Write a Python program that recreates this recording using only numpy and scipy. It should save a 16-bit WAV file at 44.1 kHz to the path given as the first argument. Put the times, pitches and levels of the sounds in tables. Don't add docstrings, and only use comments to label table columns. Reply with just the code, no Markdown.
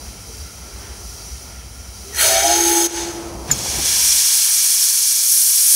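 import sys
import numpy as np
from scipy import signal
from scipy.fft import rfft, irfft, next_fast_len
from scipy.io import wavfile

SR = 44100
rng = np.random.default_rng(int(sys.argv[2]) if len(sys.argv) > 2 else 0)


def waveform_to_disk(signal):
    frames = np.transpose(np.atleast_2d(signal))
    scaled = np.clip(frames, -1, 1) * 32767
    samples = np.round(scaled).astype(np.int16)
    wavfile.write(sys.argv[1], SR, samples)


def elevation(decibels):
    levels = np.asarray(decibels, float)
    return 10 ** (levels / 20)


N = 253575
T = np.arange(N) / SR
SIZE = next_fast_len(N)
BINS = np.fft.rfftfreq(SIZE, 1 / SR) + 1e-3

# time in seconds, then levels in dB of the bands
# 20-114 Hz, 112-273 Hz and 280-1200 Hz.
RUMBLE_LEVELS = [(0.0, -38.5, -47.5, -46), (2.05, -38.5, -48.5, -48.5), (2.25, -33, -49.5, -46),
                 (2.8, -43, -58, -46), (2.96, -40, -55, -41), (3.02, -39, -45, -37),
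                 (3.4, -34.5, -40, -36.5), (3.8, -36, -41, -35), (4.1, -41, -50, -49.5),
                 (4.3, -54, -57, -53.5), (4.55, -56, -61, -57), (4.7, -64, -66, -59.5),
                 (5.2, -73, -75, -58), (5.75, -75, -72, -59)]
# frequency in Hz, relative density in dB per Hz.
RUMBLE_COLOUR = [(18, -39), (30, -17), (43, 2.5), (65, 7), (116, -10.5), (141, -16.5), (196, -13.5),
                 (291, -23), (445, -21), (600, -24.5), (703, -21.5), (1180, -28), (1300, -20.5),
                 (1690, -58), (2860, -120)]
# centre in seconds,
# peak in dB, pitch in Hz.
RUMBLE_LUMPS = [(0.08, -30.5, 62.2), (0.42, -29, 70), (0.73, -34, 55.3), (0.9, -26.5, 60), (1.06, -30, 56),
                (1.12, -30, 62), (1.33, -30, 66), (1.79, -29, 59.7), (2.0, -30, 61.6), (2.2, -27, 60.6),
                (3.32, -30, 64.1)]
LUMP_S = 0.019

# frequency in Hz, width in Hz, relative level in dB.
LEAK_RESONANCES = [(1370, 180, -3), (2280, 29, -9), (2590, 220, -14), (3155, 200, -14), (3990, 120, -14.5),
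                   (4730, 37, -5), (5860, 51, -1), (7500, 37, -17), (9050, 120, -13), (11660, 360, -23),
                   (12700, 300, -23), (15600, 170, -16)]
# frequency in Hz, relative density in dB per Hz.
LEAK_HISS_COLOUR = [(590, -40), (1000, -12), (1370, -6), (1480, -10.5), (2190, -5.5), (3560, -19.5),
                    (5790, -3.5), (7810, -16.5), (9840, -8.5), (11200, -16.5), (15800, -22.5)]
LEAK_DB, LEAK_LOW_DB = -39, -48.5

# start, peak and end in seconds, frequency in Hz,
# width in Hz, level in dB.
NOISE_SWELLS = [(0.22, 0.32, 0.43, 445, 34, -46), (0.57, 0.83, 1.5, 380, 130, -49),
                (0.68, 0.83, 1.13, 1400, 2800, -43.5), (2.115, 2.155, 2.18, 1880, 170, -32.5),
                (2.164, 2.2, 2.22, 1960, 120, -26.5), (2.15, 2.2, 2.3, 4200, 150, -24),
                (2.128, 2.15, 2.4, 5880, 150, -32.5), (3.47, 3.51, 3.535, 2000, 6400, -28.5),
                (3.505, 3.516, 3.545, 6100, 8000, -23)]

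# speaking time
# in seconds, first pitch in Hz, time it is steady in seconds, steady pitch in Hz.
CHAMBER_PITCH = [(2.45, 318, 2.53, 340), (2.26, 582, 3.4, 600), (2.25, 652, 2.78, 704),
                 (2.3, 752, 2.59, 826), (2.05, 400, 2.5, 400)]
# first level in dB, turning time in seconds,
# level there in dB, settled level in dB.
CHAMBER_LEVEL = [(-33, 2.6, -21, -22.5), (-33, 2.5, -35, -55), (-23.5, 2.53, -23, -38),
                 (-28, 2.47, -21, -24), (-48, 2.5, -37, -38)]
# time in seconds, loss in dB.
CHAMBER_FALTERS = [(2.41, 6), (2.63, 8), (2.84, 14)]
FALTER_S, STEP_UP = 0.014, 0.023
SPEAK_S, SETTLE_S = 0.026, 0.033
WHISTLE_SHUT_S, SHUT_FADE_S = 2.877, 0.015

# dB relative to the blast, dB thinner at first, seconds to gather,
# dying away in dB per second.
ECHO_LOW_NOTE, ECHO_HIGH_NOTES = (-8, 5, .2, 30), (-12, 14, .14, 85)
ECHO_BASS, ECHO_LOW = (-3, 9, .12, 15), (-3, 8, .1, 42)
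ECHO_MID, ECHO_TOP = (-7, 11, .1, 62), (-11, 9, .1, 62)
ECHO_SQUEAL = (-14, 8, .1, 70)

# time in seconds, reference level in dB, then dB relative to it
# of the bands 1280-3260 Hz and 7900-17000 Hz.
BREATH_LEVELS = [(2.08, -63, -6, -3), (2.15, -33, -7, -1.5), (2.21, -17, -2.5, 1),
                 (2.26, -13.5, -10.5, -3.5), (2.38, -16, -8.5, -8.5), (2.6, -18, -10.5, -5.5),
                 (2.72, -19, -9.5, -1.5), (2.865, -17.5, -14.5, -6.5)]
# frequency in Hz, width in Hz, relative level in dB.
MOUTH_RESONANCES = [(1350, 280, -11), (1810, 70, -9), (2260, 100, -6), (2860, 80, -11), (3180, 130, -8),
                    (3510, 110, -10), (3830, 90, -9), (4250, 150, -9), (4550, 200, -8), (5160, 150, -5),
                    (6000, 170, 0), (6500, 260, -6), (6980, 150, -8), (7900, 300, -9), (8720, 150, -11),
                    (9340, 170, -4), (10200, 300, -9), (11050, 300, -8), (11500, 200, -10),
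                    (12250, 450, -13), (13050, 200, -17), (13550, 300, -16), (14200, 400, -15),
                    (15400, 500, -14)]
# frequency in Hz, relative density in dB per Hz.
MOUTH_COLOUR = [(300, 0), (550, 3.5), (950, 6.5), (1150, -14), (1500, 1), (4000, -7.5), (7500, -5),
                (10000, -2), (12800, -15), (15600, -14)]
BREATH_BASS_DB, BREATH_MID_DB = -18.5, -4.0
SQUEAL_HZ, SQUEAL_WIDTH_HZ = 6445, 130
SQUEAL_FROM_DB, SQUEAL_TO_DB, SQUEAL_GROWS_S = -11, -0.5, (2.41, 2.59)

# time in seconds, level in dB of 3190-7980 Hz, then dB relative to it
# of the bands 530-3400 Hz and 8470-15200 Hz.
RELEASE_LEVELS = [(3.55, -30.5, -7.5, -6.5), (3.69, -24.5, -9.5, -6.5), (3.77, -24.5, -8, -4.5),
                  (3.86, -19, -10.5, -6), (4.01, -16.5, -12.5, -3), (4.56, -18.5, -14.5, 0),
                  (5.2, -19.5, -18, 0), (5.33, -19, -18.5, 4), (5.6, -19, -17, 3), (5.75, -17, -17.5, 5.5)]
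# frequency in Hz, width in Hz, relative level in dB.
JET_RESONANCES = [(1670, 350, -19), (2317, 230, -13.5), (3355, 120, -12.5), (4280, 240, -8),
                  (5700, 420, -2.5), (6440, 390, -3.5), (8710, 190, -2), (9780, 260, 0), (10720, 120, 0)]
# frequency in Hz, relative density in dB per Hz.
JET_COLOUR = [(400, -41), (700, -31), (1000, -20.5), (1300, -26.5), (2000, -19.5), (3700, -14.5), (5650, 1),
              (7300, -5), (9800, -3), (12000, -4.5), (13400, -10), (14400, -5.5), (15600, -8.5)]

# time in seconds, relative strength in dB.
VALVE_KNOCKS = [(3.513, 1), (3.516, 1), (3.5188, -11), (3.5225, -21), (3.529, -12), (3.537, -22),
                (3.588, -15)]
# frequency in Hz, relative level in dB,
# time to fall 60 dB in seconds.
VALVE_MODES = [(1500, -16, 0.035), (5250, -12, 0.05), (6000, -24, 0.036), (6460, -2.5, 0.053),
               (6950, -2, 0.02), (6940, -4, 0.023), (7030, -5, 0.053), (9440, -14, 0.043),
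               (12300, -14, 0.033), (14000, -32.5, 0.032), (15200, -23, 0.034)]
# time in seconds, level in dB, pitch in Hz.
LINKAGE_THUDS = [(3.505, -15, 1670), (3.503, -23, 920), (3.49, -23, 150), (3.516, -23, 138),
                 (3.517, -27, 258), (3.66, -24, 910), (3.77, -25.5, 139), (3.786, -23, 340),
                 (3.795, -20.5, 790)]


def rms_one(x):
    return x / np.sqrt(np.mean(x ** 2) + 1e-20)


def in_time(rows):
    s, *columns = np.transpose(rows)
    return [np.interp(T, s, c) for c in columns]


def sounding(rows, fade_s):
    first, last = rows[0][0], rows[-1][0]
    return np.interp(T, [first - fade_s, first, last, last + fade_s], [0, 1, 1, 0])


def drift(rate):
    step = 40
    r = np.exp(-2 * np.pi * rate * step / SR)
    chance = rng.standard_normal(N // step + 2002)
    slow = signal.lfilter([1], [1, -2 * r, r * r], chance)[2000:]
    return np.interp(np.arange(N) / step, np.arange(len(slow)), rms_one(slow))


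def ring(clicks, hz, t60):
    r, w = elevation(-60 / (t60 * SR)), 2 * np.pi * hz / SR
    return signal.lfilter([0, np.sin(w)], [1, -2 * r * np.cos(w), r * r], clicks + 1e-18)


def turbulence(colour, peaks, broad_db):
    hz, level_db = np.transpose(colour)
    power = elevation(np.interp(np.log(BINS), np.log(hz), level_db) + broad_db) ** 2
    for centre_hz, width_hz, peak_db in peaks:
        detune = 2 * (BINS - centre_hz) / width_hz
        power = power + elevation(peak_db) ** 2 / (1 + detune ** 2) ** 2
    return rfft(rng.standard_normal(SIZE)) * np.sqrt(power)


def band(noise, low, high, level_db, flutter_db, rate):
    edge = 1 / np.sqrt((1 + (low / BINS) ** 16) * (1 + (BINS / high) ** 16))
    part = rms_one(irfft(noise * edge, SIZE)[:N])
    return part * elevation(level_db + flutter_db * drift(rate))


def narrow_noise(hz, width_hz):
    return turbulence([(1000, -90), (9000, -90)], [(hz, width_hz, 0)], broad_db=0)


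def yard():
    rumble_db, low_db, mid_db = in_time(RUMBLE_LEVELS)
    lumps = np.zeros(N)
    for s, peak_db, hz in RUMBLE_LUMPS:
        swell = np.exp(-.5 * ((T - s) / LUMP_S) ** 2)
        lumps += elevation(peak_db) * swell * np.sin(2 * np.pi * (hz * T + rng.random()))
    noise = turbulence(RUMBLE_COLOUR, [(58.6, 7.5, 3)], broad_db=-8.5)
    return (lumps + band(noise, 20, 114, rumble_db, flutter_db=1.0, rate=6.6)
            + band(noise, 112.0, 273, low_db, flutter_db=1.5, rate=23.0)
            + band(noise, 280, 1200, mid_db, flutter_db=1.0, rate=8.0))


def leak():
    noise = turbulence(LEAK_HISS_COLOUR, LEAK_RESONANCES, broad_db=-4.0)
    return (band(noise, 3390, 17000, LEAK_DB, flutter_db=1.2, rate=2.1)
            + band(noise, 1200, 3720, LEAK_LOW_DB, flutter_db=1.0, rate=5.9))


def spurts():
    out = np.zeros(N)
    for start, peak, end, hz, width_hz, level_db in NOISE_SWELLS:
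        swell = np.interp(T, [start, peak, end], [0, 1, 0])
        out += swell * band(narrow_noise(hz, width_hz), 250, 16000, level_db, flutter_db=.9, rate=30.0)
    return out


def shut_with_echo(echo):
    under_db, thin_db, gather_s, dies = echo
    since = T - WHISTLE_SHUT_S
    direct = np.clip(-since / SHUT_FADE_S, 0, 1)
    thinner_db = thin_db * np.clip(1 - since / gather_s, 0, 1)
    died_db = dies * np.maximum(since - gather_s, 0)
    return direct, (1 - direct) * elevation(under_db - thinner_db - died_db)


def wandering(phase, rate_a, rate_b):
    return drift(rate_a) * np.sin(phase) + drift(rate_b) * np.cos(phase)


def chamber(number, echo, waver, flutter_db, breathy_db, blur_db, falters=True):
    speaks, first_hz, steady, steady_hz = CHAMBER_PITCH[number]
    first_db, turn, turn_db, settled_db = CHAMBER_LEVEL[number]
    hz = first_hz + (steady_hz - first_hz) * np.minimum((T - speaks) / (steady - speaks), 1)
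    level_db = np.interp(T, [speaks, turn], [first_db, turn_db])
    settled = 1 - np.exp(-np.maximum(T - turn, 0) / SETTLE_S)
    level_db = level_db + (settled_db - turn_db) * settled
    if falters:
        before = np.clip((CHAMBER_FALTERS[0][0] - T) / FALTER_S, -30, 30)
        hz = hz * (1 + STEP_UP / (1 + np.exp(before)))
        for s, loss_db in CHAMBER_FALTERS:
            level_db = level_db - loss_db * np.exp(-.5 * ((T - s) / FALTER_S) ** 2)
    phase = 2 * np.pi * np.cumsum(hz * (1 + waver * drift(22.6))) / SR
    tone = np.sin(phase) * elevation(flutter_db * drift(22.0))
    clear = tone + elevation(breathy_db) * wandering(phase, 40.0, 49.0)
    blurred = clear + elevation(blur_db) * wandering(phase, 18.0, 19.0)
    direct, late = shut_with_echo(echo)
    speak = np.clip((T - speaks) / SPEAK_S + 1, 0, 1) ** 2
    return np.sqrt(2) * elevation(level_db) * speak * (direct * clear + late * blurred)


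def chime():
    return (chamber(0, ECHO_LOW_NOTE, waver=0.0019, flutter_db=1.3, breathy_db=-42, blur_db=-7.5,
                    falters=False)
            + chamber(1, ECHO_HIGH_NOTES, waver=0.0037, flutter_db=2.5, breathy_db=-13, blur_db=-5)
            + chamber(2, ECHO_HIGH_NOTES, waver=0.0046, flutter_db=2.5, breathy_db=-10, blur_db=-3)
            + chamber(3, ECHO_HIGH_NOTES, waver=.004, flutter_db=1.8, breathy_db=-16, blur_db=-4.5)
            + chamber(4, ECHO_HIGH_NOTES, waver=0.0143, flutter_db=2.5, breathy_db=-3, blur_db=-2,
                      falters=False))


def whistle_breath():
    level_db, low_db, top_db = in_time(BREATH_LEVELS)
    squeal_db = level_db + np.interp(T, SQUEAL_GROWS_S, [SQUEAL_FROM_DB, SQUEAL_TO_DB])
    squeal = band(narrow_noise(SQUEAL_HZ, SQUEAL_WIDTH_HZ), 3500, 8000, squeal_db, flutter_db=0.5, rate=36.0)
    out = squeal * sum(shut_with_echo(ECHO_SQUEAL))
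    near = turbulence(MOUTH_COLOUR, MOUTH_RESONANCES, broad_db=-12.0)
    far = turbulence(MOUTH_COLOUR, MOUTH_RESONANCES, broad_db=-7.5)
    for k, noise in enumerate((near, far)):
        bass = band(noise, 310, 1170, level_db + BREATH_BASS_DB, flutter_db=2.5, rate=10.0)
        low = band(noise, 1280, 3260, level_db + low_db, flutter_db=0.7, rate=7.3)
        mid = band(noise, 3470, 7140, level_db + BREATH_MID_DB, flutter_db=0.85, rate=12.0)
        top = band(noise, 7900, 17000, level_db + top_db, flutter_db=0.5, rate=12.0)
        out = out + bass * shut_with_echo(ECHO_BASS)[k] + low * shut_with_echo(ECHO_LOW)[k]
        out = out + mid * shut_with_echo(ECHO_MID)[k] + top * shut_with_echo(ECHO_TOP)[k]
    return out * np.clip((T - BREATH_LEVELS[0][0]) / 0.054 + 1, 0, 1)


def release():
    level_db, low_db, top_db = in_time(RELEASE_LEVELS)
    noise = turbulence(JET_COLOUR, JET_RESONANCES, broad_db=-2.0)
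    level_db = level_db + 0.26 * drift(7.4)
    out = (band(noise, 530, 3400, level_db + low_db, flutter_db=0.04, rate=9.8)
           + band(noise, 3190, 7980, level_db, flutter_db=0.85, rate=21.0)
           + band(noise, 8470, 15200, level_db + top_db, flutter_db=0.86, rate=26.0))
    return out * sounding(RELEASE_LEVELS, 0.098)


def valve():
    out = np.zeros(N)
    at = [round(s * SR) for s, strength_db in VALVE_KNOCKS]
    strength_db = np.array(VALVE_KNOCKS)[:, 1]
    spread_db = rng.normal(0, 2.5, (len(at), len(VALVE_MODES)))
    for k, (hz, level_db, t60) in enumerate(VALVE_MODES):
        clicks = np.zeros(N)
        clicks[at] = elevation(strength_db + level_db - 7.5 + spread_db[:, k])
        blows = ring(clicks, hz, t60)
        out += ring(blows, hz, 0.0044) * 2800.0 / SR
    for s, level_db, hz in LINKAGE_THUDS:
        click = np.zeros(N)
        click[round(s * SR)] = elevation(level_db)
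        out += ring(click, hz, 25 / hz)
    return out


def scene():
    mono = yard() + leak() + spurts() + chime() + whistle_breath() + release() + valve()
    return np.array([mono, mono])


def low_pass(x):
    return signal.sosfilt(signal.butter(12, 16510, fs=SR, output="sos"), x)


def record(dry):
    held = 1.4 * np.tanh(dry / 1.4)
    low_cut = signal.butter(4, 47.0, "high", fs=SR, output="sos")
    high_cut = signal.ellip(12, .5, 60, 15720, fs=SR, output="sos")
    held = signal.sosfilt(low_cut, held)
    held = signal.sosfilt(high_cut, held)
    return low_pass(held)


dry = scene()
out = record(dry)
waveform_to_disk(out)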